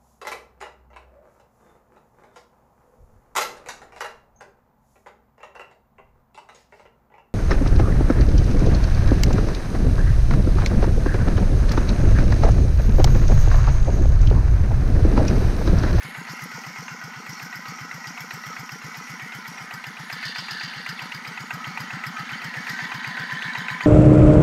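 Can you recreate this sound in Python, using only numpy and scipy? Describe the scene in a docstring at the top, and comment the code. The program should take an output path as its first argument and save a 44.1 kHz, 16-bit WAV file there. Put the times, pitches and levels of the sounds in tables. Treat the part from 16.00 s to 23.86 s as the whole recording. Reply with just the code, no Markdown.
"""A single-cylinder diesel walking tractor chugs along a field track, heard from behind its handlebars.
Nearly eight times a second combustion knocks the block, the valves click, the exhaust puffs and the
intake gulps. Each firing shakes the machine: the linkage clinks, and gears and tinwork clatter, more
loudly towards the end. Behind that the belt hisses, a control rod chafes, and the steel cage wheels
ring and brush through grass."""
import sys
import numpy as np
from scipy import signal
from scipy.fft import irfft
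from scipy.io import wavfile

SR = 44100
rng = np.random.default_rng(int(sys.argv[2]) if len(sys.argv) > 2 else 0)


def dump(signal):
    """Clip the signal to [-1, 1] and save it as 16-bit WAV at the path in sys.argv[1]."""
    limited = np.clip(np.atleast_2d(signal).T, -1, 1)
    pcm = np.round(limited * 32767).astype(np.int16)
    wavfile.write(sys.argv[1], SR, pcm)


N = 346626
CUTOFF_HZ = 15700

# swish of grass under the wheels: time_s, level_db
GRASS_LEVEL = [(0, -52), (0.6, -69), (1.5, -74), (3.0, -63), (4.4, -61), (5.7, -66.5), (7.86, -65)]
# tone of the grass: frequency_hz, density_db
GRASS_SPECTRUM = [(2000, 2), (4000, 6), (7000, -5.5), (9000, -1), (10800, 7), (13000, 0), (15500, -27)]
# dry stalks snapping: start_s, level_db
STALK_SNAPS = [(0.03, -44.5), (0.195, -52), (0.32, -52), (0.366, -52), (0.437, -44)]
# resonances of a stalk: pitch_hz, width_hz, gain_db
STALK_MODES = [(5500, 1200, 0), (8200, 1000, -7), (10500, 1100, 2), (13000, 640, 0)]
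# resonances of the steel cage wheels: pitch_hz, width_hz, gain_db
WHEEL_MODES = [(1258, 24, 0), (1288, 28, -1), (1372, 24, 0), (1462, 24, 0), (1540, 30, -3)]
# a wheel grinds over hard ground and rings up: peak_s, level_db, pitch_hz
WHEEL_SWELLS = [(0.5, -47, 1330), (0.92, -40, 1440), (1.12, -46.5, 1460), (1.55, -44.5, 1530),
                (1.73, -45, 1300), (2.33, -49.5, 1540), (2.5, -37.5, 1320), (3.42, -47, 1433),
                (5.581, -40, 1288), (6.15, -36, 1270)]
# slipping of the belt: time_s, level_db
BELT_LEVEL = [(0.1, -91), (0.3, -46.5), (1.0, -50), (1.22, -52), (1.34, -46), (1.8, -48.5), (2.9, -49),
              (3.9, -56), (4.3, -56), (5.1, -56.5), (5.6, -54), (6.4, -57), (6.72, -49), (7.15, -59)]
# tone of the belt's hiss: frequency_hz, density_db
BELT_SPECTRUM = [(2500, -19), (4300, -3), (5200, 11), (5650, 10), (5950, 6.5), (6250, 1), (6700, 3.5),
                 (7500, -13), (8700, -9), (10000, -27), (11300, -9), (12200, 2.5), (13000, -5),
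                 (13800, -12), (15500, -43)]
# resonances of the pulley and belt guard: pitch_hz, width_hz, gain_db
PULLEY_MODES = [(4420, 130, -2.5), (4950, 140, 1), (5470, 130, 0), (5680, 160, 7), (6330, 120, 0.5),
                (6730, 100, -3)]
# chafing of the control rod, hardest as the handlebars swing round: time_s, level_db
ROD_LEVEL = [(0, -59), (1.0, -62), (3.5, -63), (4.06, -54.5), (4.26, -39), (4.42, -41), (4.6, -40),
             (5.0, -48.5), (5.4, -54), (6.2, -53), (6.6, -50.5), (7.2, -49.5), (7.86, -56)]
# tone of the chafing rod: frequency_hz, density_db
ROD_SPECTRUM = [(100, -55), (500, -34), (1600, -23), (2500, -3), (3500, 4), (4500, 7.5), (5100, 2.5),
                (5600, -2.5), (6200, -14.5), (8000, -20), (15000, -57)]
# how hard the tinwork is shaken: time_s, level_db
TIN_DRIVE = [(0, -39), (0.6, -44), (2.2, -44), (3.1, -42.5), (4.1, -39.5), (4.55, -35.5), (4.9, -39),
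             (5.4, -42), (6.3, -37.5), (6.9, -34), (7.12, -31.5), (7.86, -34.5)]
# resonances of the loose tinwork: pitch_hz, width_hz, gain_db
TIN_MODES = [(1554, 28, 5), (1675, 54, -1), (1769, 43, 7.5), (1889, 32, 5), (3063, 54, -4),
             (3450, 190, -12.5), (3900, 180, -12), (4580, 61, -14)]
# resonances of the crankcase and gear housing: pitch_hz, width_hz, gain_db
CASING_MODES = [(488, 190, -16), (767, 81, -7), (910.4, 21.4, -2.5), (1173, 23, -6.5), (1462, 21, -3),
                (1503, 21, -17), (1925, 21, 5), (2015, 28, 4.5), (2134, 39, 1), (2231, 43, 2),
                (2450, 35, -8), (2720, 53, -8), (3006, 22, -11), (4376, 190, -15.5), (5210, 75, -15),
                (6260, 50, -13), (6730, 71, -13), (7300, 60, -29), (8000, 31, -20), (8560, 180, -26.5)]
# tone of the clattering frame: frequency_hz, density_db
FRAME_SPECTRUM = [(25, -14), (45, -25), (75, -68), (150, -4), (240, 1), (350, -7.5), (600, -24), (800, 2),
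                  (2000, -2.5), (3300, -10.5), (6500, -27), (7800, -46), (10000, -41), (15500, -34)]
# resonances of the control linkage: pitch_hz, width_hz, gain_db
LINKAGE_MODES = [(1590, 150, -1), (3170, 110, -8.5), (4940, 180, -7), (4970, 220, 9), (5360, 100, -7),
                 (5720, 600, -21.5)]
# valve gear contacts, timed from the exhaust valve opening: delay_s, gain_db, t60_s
TAPPET_HITS = [(-0.029, -13, 0.05), (-0.012, -10, 0.1), (0, -1.5, 0.045), (0.012, -8, 0.16)]
# resonances of the rocker and its cover: pitch_hz, width_hz, gain_db
ROCKER_MODES = [(1200, 250, 2.5), (1670, 120, 9.5), (6200, 280, 4), (6770, 290, 2.5), (7600, 1100, 2.5),
                (10960, 290, -5), (11840, 530, 6.5), (13340, 410, 2), (14800, 500, -1)]
# strength of the intake's gulp: time_s, level_db
GULP_LEVEL = [(0, -46), (0.5, -43.5), (1.4, -49), (2.6, -45), (3.7, -54), (4.3, -46.5), (5.6, -49),
              (6.9, -58), (7.7, -50)]
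# hollow resonances of the intake: pitch_hz, width_hz, gain_db
INTAKE_MODES = [(277, 52, 2), (456, 62, 9), (520, 136, -0.5)]
# low resonances of the muffler: pitch_hz, width_hz, gain_db
MUFFLER_MODES = [(172, 5.5, 10.5), (235.6, 3.3, 5.5)]
# engine speed, held by a hunting governor: time_s, firing_rate_hz
ENGINE_SPEED = [(0.0, 8.047), (0.78, 8.177), (1.4, 7.464), (1.51, 7.893), (2.17, 7.526), (2.67, 8.008),
                (4.04, 7.632), (4.4, 7.962), (5.39, 7.714), (5.52, 7.308), (5.76, 7.72), (5.97, 7.506),
                (6.14, 8.01), (7.37, 7.919), (7.42, 7.562), (7.86, 8.087)]
# how hard the engine pulls, from 0 to 1: time_s, load_fraction
ENGINE_LOAD = [(0, 0.36), (1.0, 0.25), (2.3, 0.07), (3.3, 0.21), (4.3, 0), (4.9, 0.26), (5.35, 0.48),
               (5.8, 0.89), (6.3, 0.71), (6.9, 0.95), (7.3, 0.96), (7.86, 0.97)]
# strength of an ordinary combustion knock: time_s, block_db, chamber_db
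KNOCK_LEVEL = [(0, -41, -36), (2.9, -39.5, -48), (4.0, -35.5, -33), (5.9, -33, -36), (7.86, -33, -30)]
# firings with strengths of their own, some softer and some harder: time_s, block_db, chamber_db, valve_lag_s,
# valve_db, clink_db, clink_hz
LISTED_FIRINGS = [(0.1482, -32.5, -42.5, 0.027, -49.5, -55.5, 4670),
                  (0.2686, -40.0, -44.5, 0.028, -53.5, -42.5, 4880),
                  (0.3926, -38.0, -40.5, 0.027, -44.0, -47.0, 5310),
                  (0.8811, -33.0, -43.5, 0.029, -63.0, -54.0, 4650),
                  (1.0137, -37.0, -46.5, 0.025, -48.0, -44.0, 5260),
                  (1.2638, -37.5, -43.5, 0.029, -44.5, -43.0, 5180),
                  (1.3966, -36.0, -43.0, 0.029, -44.0, -37.0, 5180),
                  (1.5276, -33.0, -41.5, 0.028, -45.0, -40.5, 5230),
                  (1.6559, -35.5, -38.0, 0.027, -48.0, -42.0, 4760),
                  (1.9127, -32.0, -43.0, 0.029, -48.0, -49.5, 5310),
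                  (2.0413, -38.0, -43.5, 0.031, -50.0, -37.0, 4980),
                  (2.1756, -34.0, -40.5, 0.029, -42.5, -38.5, 5080),
                  (2.3083, -31.5, -36.5, 0.029, -43.0, -46.5, 5440),
                  (2.437, -33.0, -46.5, 0.029, -45.5, -44.5, 5170),
                  (2.5656, -33.5, -44.0, 0.029, -46.5, -44.0, 5010),
                  (2.692, -34.5, -46.0, 0.027, -47.5, -40.0, 4990),
                  (2.9437, -37.0, -40.5, 0.026, -47.0, -48.5, 5040),
                  (3.0711, -40.0, -40.0, 0.026, -48.5, -55.0, 4950),
                  (3.3221, -34.0, -36.0, 0.026, -47.0, -47.5, 4660),
                  (3.4509, -36.5, -40.5, 0.027, -45.5, -44.0, 5100),
                  (3.7091, -33.0, -33.5, 0.029, -43.5, -41.0, 4900),
                  (3.8399, -35.0, -31.0, 0.027, -47.5, -41.5, 4930),
                  (3.9682, -39.0, -33.5, 0.025, -51.5, -48.5, 4990),
                  (4.0989, -32.5, -29.0, 0.028, -43.0, -34.5, 5020),
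                  (4.2278, -31.5, -31.5, 0.025, -48.5, -32.5, 4940),
                  (4.3581, -31.0, -30.5, 0.026, -47.0, -29.5, 4980),
                  (4.4836, -32.0, -30.0, 0.027, -48.0, -33.0, 5150),
                  (4.6083, -37.5, -31.0, 0.026, -54.0, -35.0, 4850),
                  (4.862, -31.0, -29.0, 0.028, -44.5, -33.5, 4970),
                  (4.9916, -34.0, -28.5, 0.029, -49.0, -39.5, 4840),
                  (5.119, -33.0, -28.5, 0.028, -47.5, -37.5, 4870),
                  (5.2487, -35.5, -33.0, 0.027, -48.5, -38.5, 5030),
                  (5.3752, -31.5, -34.5, 0.029, -51.5, -43.5, 5010),
                  (5.5066, -27.5, -31.0, 0.031, -46.0, -43.5, 5020),
                  (5.7737, -28.0, -28.5, 0.03, -44.0, -38.0, 4940),
                  (6.0372, -30.0, -29.5, 0.028, -43.5, -38.0, 5160),
                  (6.1663, -36.0, -33.0, 0.025, -50.0, -42.0, 4650),
                  (6.2919, -36.0, -31.0, 0.025, -51.0, -48.5, 4760),
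                  (6.4185, -33.5, -34.0, 0.025, -46.0, -41.0, 5170),
                  (6.6687, -31.0, -35.0, 0.027, -43.0, -38.0, 4900),
                  (6.7898, -27.5, -38.0, 0.025, -57.5, -50.0, 5010),
                  (6.918, -26.5, -36.5, 0.026, -49.0, -40.5, 4940),
                  (7.0442, -28.5, -31.5, 0.028, -47.5, -38.0, 4650),
                  (7.1693, -31.0, -33.0, 0.027, -50.0, -43.0, 4660),
                  (7.2975, -33.0, -36.0, 0.026, -49.0, -44.5, 5170),
                  (7.5512, -25.5, -35.0, 0.03, -48.0, -42.0, 5000),
                  (7.683, -26.5, -33.5, 0.026, -49.0, -45.5, 4650),
                  (7.8072, -26.5, -30.0, 0.027, -51.0, -40.5, 4720)]
# resonances of the cylinder block: pitch_hz, width_hz, gain_db
BLOCK_MODES = [(413, 77, -32), (718, 50, 0.5), (957, 86, 1.5), (1210, 76, 1), (1530, 61, 6.5),
               (1942, 83, 10.5), (2100, 68, 8), (2424, 47, 4.5), (2730, 146, -1), (3400, 75, -11),
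               (3900, 280, -10.5)]
# resonances of the exhaust port and pipe: pitch_hz, width_hz, gain_db
PORT_MODES = [(970, 260, -5.5), (1490, 130, -6), (1730, 81, 9), (2160, 270, -11)]
# gas pulses after a firing (blow-down, rising as the pipe fills; its first crack; intake pop; its tail;
# closing intake valve; firing thud): delay_s, pitch_hz, glide_hz_per_s, gain_db, swell_s, sharpness
GAS_PULSES = [(0.0241, 112, 1815, 7, 0.0131, 1.7), (0.0296, 145, 3000, 4.5, 0.0031, 2.6),
              (0.0607, 222, 1400, 2.5, 0.0056, 3.3), (0.0636, 177, -170, -7.5, 0.0098, 0.7),
              (0.098, 232, 0, -2.5, 0.008, 1.0), (0.0005, 346, 0, -11.5, 0.0026, 2)]


def from_db(db):
    """Decibels to amplitude."""
    return 10 ** (np.asarray(db) / 20)


def curve(rows, times=None):
    """A curve read at the given times, or else at every sample."""
    return np.interp(np.arange(N) / SR if times is None else times, *np.transpose(rows))


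def burst(rise, t60, size=8192):
    """Envelope of a blow: quick rise, exponential fall, peak 1."""
    t = np.arange(size) / SR
    shape = (1 - np.exp(-t / rise)) * from_db(-60 * t / t60)
    return shape / shape.max()


def swelling(t, swell_s, sharpness):
    """Envelope of a gas pulse, peaking at swell_s; low sharpness gives a sudden start and a long tail."""
    return (t / swell_s * np.exp(1 - t / swell_s)) ** sharpness


def strike(times, db, shape):
    """One copy of a shape at each time, at the given level."""
    out = np.zeros(N + SR)
    for at, gain in zip(np.round(np.maximum(times, 0) * SR).astype(int), from_db(db)):
        out[at:at + len(shape)] += gain * shape
    return out[:N]


def grains(per_s, spread_db):
    """Tiny contacts of uneven strength at random moments; rms 1."""
    at, clicks = np.flatnonzero(rng.random(N) < per_s / SR), np.zeros(N)
    sign = np.sign(rng.random(N)[at] - .5)
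    clicks[at] = sign * from_db(spread_db * np.clip(rng.standard_normal(N)[at], -2, 2))
    return clicks / np.std(clicks)


def through(x, response):
    """Filter that keeps the power of white noise."""
    return signal.oaconvolve(x, response / np.linalg.norm(response))[:N]


def resonate(x, modes, size=8192):
    """Damped modes ring in parallel."""
    t = np.arange(size) / SR
    rings = [(-1) ** k * from_db(db) * width * np.exp(-np.pi * width * t) * np.sin(2 * np.pi * hz * t)
             for k, (hz, width, db) in enumerate(modes)]
    return through(x, sum(rings))


def colour(x, spectrum, size=4096):
    """Smooth EQ for a noise bed."""
    hz, db = np.transpose(spectrum)
    gain = from_db(np.interp(np.log(np.fft.rfftfreq(size, 1 / SR) + 1), np.log(hz), db))
    response = np.fft.fftshift(irfft(gain))
    return signal.oaconvolve(x, response / np.linalg.norm(response), mode="same")


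def diffuse(x, t60, wet_db, size=2048):
    """Countless brief modes add a short, dense tail."""
    tail = rng.standard_normal(size) * from_db(-60 * np.arange(size) / SR / t60)
    return through(x, signal.unit_impulse(size) + from_db(wet_db) * tail / np.linalg.norm(tail))


def rattle(shake, modes, per_s, spread_db, wander_db, wander_hz):
    """Small contacts ring the modes; as the contact points shift, each mode swells and fades. Rms 1."""
    hits = [shake * grains(per_s, spread_db) for _ in range(min(3, len(modes)))]
    steps, out = np.arange(N) / SR * wander_hz, np.zeros(N)
    for k, (hz, width, db) in enumerate(modes):
        radius = np.exp(-np.pi * width / SR)
        gain = (1 - radius ** 2) / 2
        feedback = [1, -2 * radius * np.cos(2 * np.pi * hz / SR), radius ** 2]
        ring = signal.lfilter([gain, 0, -gain], feedback, hits[k % len(hits)])
        swell = np.interp(steps, np.arange(256), from_db(db + wander_db * rng.standard_normal(256)))
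        # the skirts of a mode radiate poorly
        skirts = signal.butter(1, [hz / 2, min(hz * np.sqrt(2), CUTOFF_HZ)], "band", fs=SR, output="sos")
        out += swell * signal.sosfilt(skirts, ring)
    return out / np.std(out)


def blows(times, db, modes, rise, t60, vary_db, detune, tuning=1, size=3072):
    """Each blow is a dying chatter that rings the modes in a new mix; db is its energy over 10 ms."""
    t, out = np.arange(size) / SR, np.zeros(N + SR)
    hz, width, mode_db = np.transpose(modes)[..., None]
    decays = width * np.exp(-np.pi * width * t)
    envelope = burst(rise, t60, size)
    signs = (-1) ** np.arange(len(modes))[:, None]
    radiated = signal.butter(2, [hz.min() / 2, min(hz.max() * 2, CUTOFF_HZ)], "band", fs=SR, output="sos")
    for start, gain, pitch in zip(times, from_db(db), tuning * np.ones(len(times))):
        loud, sharp = rng.standard_normal((2, len(modes), 1))
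        tones = np.sin(2 * np.pi * hz * pitch * (1 + detune * sharp) * t)
        rings = signs * from_db(mode_db + vary_db * loud) * decays * tones
        chatter = envelope * rng.laplace(size=size)
        sound = signal.sosfilt(radiated, signal.fftconvolve(chatter, rings.sum(0))[:size])
        at = max(round(start * SR), 0)
        out[at:at + size] += gain * sound * np.sqrt(SR / 100) / np.linalg.norm(sound)
    return out[:N]


def shaking(times, t60, depth, uneven_db=2.5):
    """Every cycle jolts the machine, never equally hard, and the rattling settles until the next."""
    jolt_db = uneven_db * rng.standard_normal(len(times))
    return 1 + depth * strike(times, jolt_db, burst(rise=0.003, t60=t60))


def grass(swing):
    """Grass brushes the wheels in a bright, crackly swish that surges with each swing."""
    brushing = colour(swing * grains(per_s=3000, spread_db=21), GRASS_SPECTRUM)
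    return from_db(curve(GRASS_LEVEL)) * diffuse(brushing, t60=0.075, wet_db=5)


def stalks():
    """Dry stalks snap under the wheels."""
    times, db = np.transpose(STALK_SNAPS)
    return blows(times, db, STALK_MODES, rise=0.001, t60=0.05, vary_db=5, detune=0.05)


def wheels(shake, steady_db=-44, swell_s=0.075, focus_hz=55):
    """The steel cages ring all the time; grinding over hard ground swells the modes near one pitch."""
    t, out = np.arange(N) / SR, 0
    peak_s, db, ring_hz = np.transpose(WHEEL_SWELLS)
    nearness = np.exp(-((np.array(WHEEL_MODES)[:, :1] - ring_hz) / focus_hz) ** 2)
    swells = from_db(db)[:, None] ** 2 * np.exp(-((t - peak_s[:, None]) / swell_s) ** 2)
    for (hz, width, mode_db), share in zip(WHEEL_MODES, nearness / nearness.sum(0)):
        power = from_db(steady_db + mode_db) ** 2 / len(WHEEL_MODES) + share @ swells
        ring = rattle(shake, [(hz, width, 0)], per_s=900, spread_db=4.5, wander_db=2, wander_hz=9)
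        out += np.sqrt(power) * ring
    return out


def belt(swing, hiss_db=-4.5, scrape_db=-2):
    """The slipping belt hisses and scrapes the pulley and its guard."""
    slips = colour(swing * grains(per_s=4000, spread_db=11), BELT_SPECTRUM)
    hiss = diffuse(slips, t60=0.031, wet_db=11)
    scrape = rattle(swing, PULLEY_MODES, per_s=900, spread_db=6, wander_db=4.5, wander_hz=18)
    return from_db(curve(BELT_LEVEL)) * (from_db(hiss_db) * hiss + from_db(scrape_db) * scrape)


def control_rod(swing):
    """The rod chafes in dense, tiny slips that surge with each swing."""
    slips = colour(swing * grains(per_s=3000, spread_db=7), ROD_SPECTRUM)
    return from_db(curve(ROD_LEVEL)) * diffuse(slips, t60=0.02, wet_db=0)


def tinwork(shake, lift_db=-42):
    """The tinwork's buzz opens up as the shaking lifts it off its seat."""
    drive_db = curve(TIN_DRIVE)
    looseness = 1 / (1 + from_db(2.4 * (lift_db - drive_db)))
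    buzz = rattle(shake, TIN_MODES, per_s=900, spread_db=10, wander_db=4, wander_hz=14)
    return looseness * from_db(drive_db) * buzz


def gear_whine(load, idle_db=-50.5, rise_db=16):
    """The gear mesh keeps one narrow resonance singing, which only stands out near full load."""
    tone = resonate(rng.standard_normal(N), [(1015, 22, 0)])
    level = from_db(idle_db + rise_db * load ** 9.8)
    return level * signal.sosfilt(signal.butter(2, 850, "high", fs=SR, output="sos"), tone)


def gearbox(shake, load, casing_db=-43, frame_db=-50.5, rise_db=4):
    """Gear teeth rattle the casing and the frame, harder under load."""
    casing = rattle(shake, CASING_MODES, per_s=700, spread_db=4, wander_db=3.2, wander_hz=14)
    clatter = colour(shake * grains(per_s=4000, spread_db=4.5), FRAME_SPECTRUM)
    frame = diffuse(clatter, t60=0.079, wet_db=-1)
    return from_db(rise_db * load) * (from_db(casing_db) * casing + from_db(frame_db) * frame)


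def linkage(opened, clink_db, clink_hz, nominal_hz=5000):
    """The slack linkage is thrown against its stops each cycle, at a pitch set by where it lands."""
    return blows(opened - 0.0015, clink_db, LINKAGE_MODES, rise=0.00029, t60=0.074,
                 vary_db=5.5, detune=0.0039, tuning=clink_hz / nominal_hz)


def valves(opened, valve_db):
    """Loose tappets and rockers click, each time in another colour; the exhaust valve opens hardest."""
    return sum(blows(opened + delay, valve_db + db, ROCKER_MODES, rise=0.001, t60=t60,
                     vary_db=3, detune=0.03, size=2048) for delay, db, t60 in TAPPET_HITS)


def intake(fired):
    """The intake takes one hollow gulp a cycle."""
    gulp_db = curve(GULP_LEVEL, fired)
    return blows(fired + 0.0625, gulp_db, INTAKE_MODES, rise=0.00077, t60=0.019, vary_db=5, detune=0.017)


def muffler(fired, exhaust_db, gain_db=-15):
    """Rushing gas keeps the muffler droning between puffs."""
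    flow = strike(fired + 0.047, exhaust_db, burst(rise=0.0051, t60=0.19))
    return from_db(gain_db) * resonate(rng.standard_normal(N) * flow, MUFFLER_MODES)


def firing_times(first_s=0.02):
    """The cylinder fires each time the crank completes a cycle."""
    t = np.arange(N) / SR
    cycles = np.cumsum(curve(ENGINE_SPEED)) / SR
    cycles -= np.interp(first_s, t, cycles)
    return np.interp(np.arange(np.ceil(cycles[-1])), cycles, t)


def strokes(fired):
    """Every cycle hits a little differently; each listed firing takes the place of the nearest one."""
    block, chamber, valve, clink, pitch = rng.standard_normal((len(fired), 5)).T
    times, block_db, chamber_db = np.transpose(KNOCK_LEVEL)
    block_db = np.interp(fired, times, block_db) - 2.5 * block
    chamber_db = np.interp(fired, times, chamber_db) - 2.5 * chamber
    valve_lag_s, valve_db = np.full(len(fired), 0.027), -54 - 5 * valve
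    clink_db, clink_hz = -52 + 1.5 * clink, 5000 * (1 + 0.019 * pitch)
    rows = np.column_stack([fired, block_db, chamber_db, valve_lag_s, valve_db, clink_db, clink_hz])
    for listed in LISTED_FIRINGS:
        rows[np.argmin(abs(fired - listed[0]))] = listed
    return rows.T


def chamber_ring(fired, chamber_db, start_hz=2050, hot_hz=2820, heating_s=0.0045, size=1400):
    """Burning gas rings in the chamber, a rough chirp that shoots up as it heats."""
    t, out = np.arange(size) / SR, np.zeros(N + SR)
    hz = hot_hz + (start_hz - hot_hz) * np.exp(-t / heating_s)
    envelope = swelling(t, swell_s=0.003, sharpness=0.9)
    for start, gain in zip(fired, from_db(chamber_db)):
        detune, roughness = 0.05 * rng.standard_normal(), 0.38 * rng.standard_normal(size)
        phase = 2 * np.pi * np.cumsum(hz * (1 + detune + roughness)) / SR
        at = max(round(start * SR), 0)
        out[at:at + size] += gain * envelope * np.sin(phase)
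    return out[:N]


def knock(fired, block_db, chamber_db):
    """Combustion rings the chamber and hammers the block; the gas then barks out through the port."""
    ring = chamber_ring(fired - 0.0012, chamber_db)
    block = blows(fired - 0.0015, block_db, BLOCK_MODES, rise=0.0003, t60=0.028, vary_db=2, detune=0.015)
    bark = blows(fired + 0.025, chamber_db - 8, PORT_MODES, rise=0.0024, t60=0.055,
                 vary_db=6, detune=0.037)
    return ring + block + bark


def chug(fired, exhaust_db, uneven_db=1, detune=0.02, scatter_s=0.0004, size=3500):
    """Each gas pulse swells and dies as a low tone of its pipe, nearly alike from cycle to cycle."""
    t, out = np.arange(size) / SR, np.zeros(N + SR)
    for delay, hz, glide, db, swell_s, sharpness in GAS_PULSES:
        envelope = swelling(t, swell_s, sharpness)
        phase = 2 * np.pi * (hz + glide * t / 2) * t
        for start, level_db in zip(fired, exhaust_db):
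            loud, sharp, late = rng.standard_normal(3)
            gain = from_db(level_db + db + uneven_db * loud)
            at = max(round((start + delay + scatter_s * late) * SR), 0)
            out[at:at + size] += gain * envelope * np.sin(phase * (1 + detune * sharp))
    # an open pipe radiates almost no deep bass
    return signal.sosfiltfilt(signal.butter(2, 72, "high", fs=SR, output="sos"), out[:N])


def scene():
    """The chug and knock of each cycle, over the bed of rattles that they shake out of the machine."""
    fired, block_db, chamber_db, valve_lag_s, valve_db, clink_db, clink_hz = strokes(firing_times())
    opened = fired + valve_lag_s   # the exhaust valve opens
    load = curve(ENGINE_LOAD)
    exhaust_db = -41.5 + 5.5 * curve(ENGINE_LOAD, fired)
    shake = shaking(fired, t60=0.73, depth=0.5)
    # the handlebars and belt swing a little after the block
    swing = shaking(fired + 0.021, t60=0.52, depth=0.51)
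    engine = chug(fired, exhaust_db) + knock(fired, block_db, chamber_db)
    clicks = valves(opened, valve_db) + linkage(opened, clink_db, clink_hz) + stalks()
    rattles = gearbox(shake, load) + gear_whine(load) + wheels(shake) + tinwork(shake)
    friction = control_rod(swing) + belt(swing) + grass(swing)
    breath = muffler(fired, exhaust_db) + intake(fired)
    return (engine + clicks + rattles + friction + breath)[None]


def record(dry):
    """A steep low-pass takes off the very top."""
    return signal.sosfilt(signal.ellip(12, .1, 80, CUTOFF_HZ, fs=SR, output="sos"), dry)


dry = scene()
out = record(dry)
dump(out)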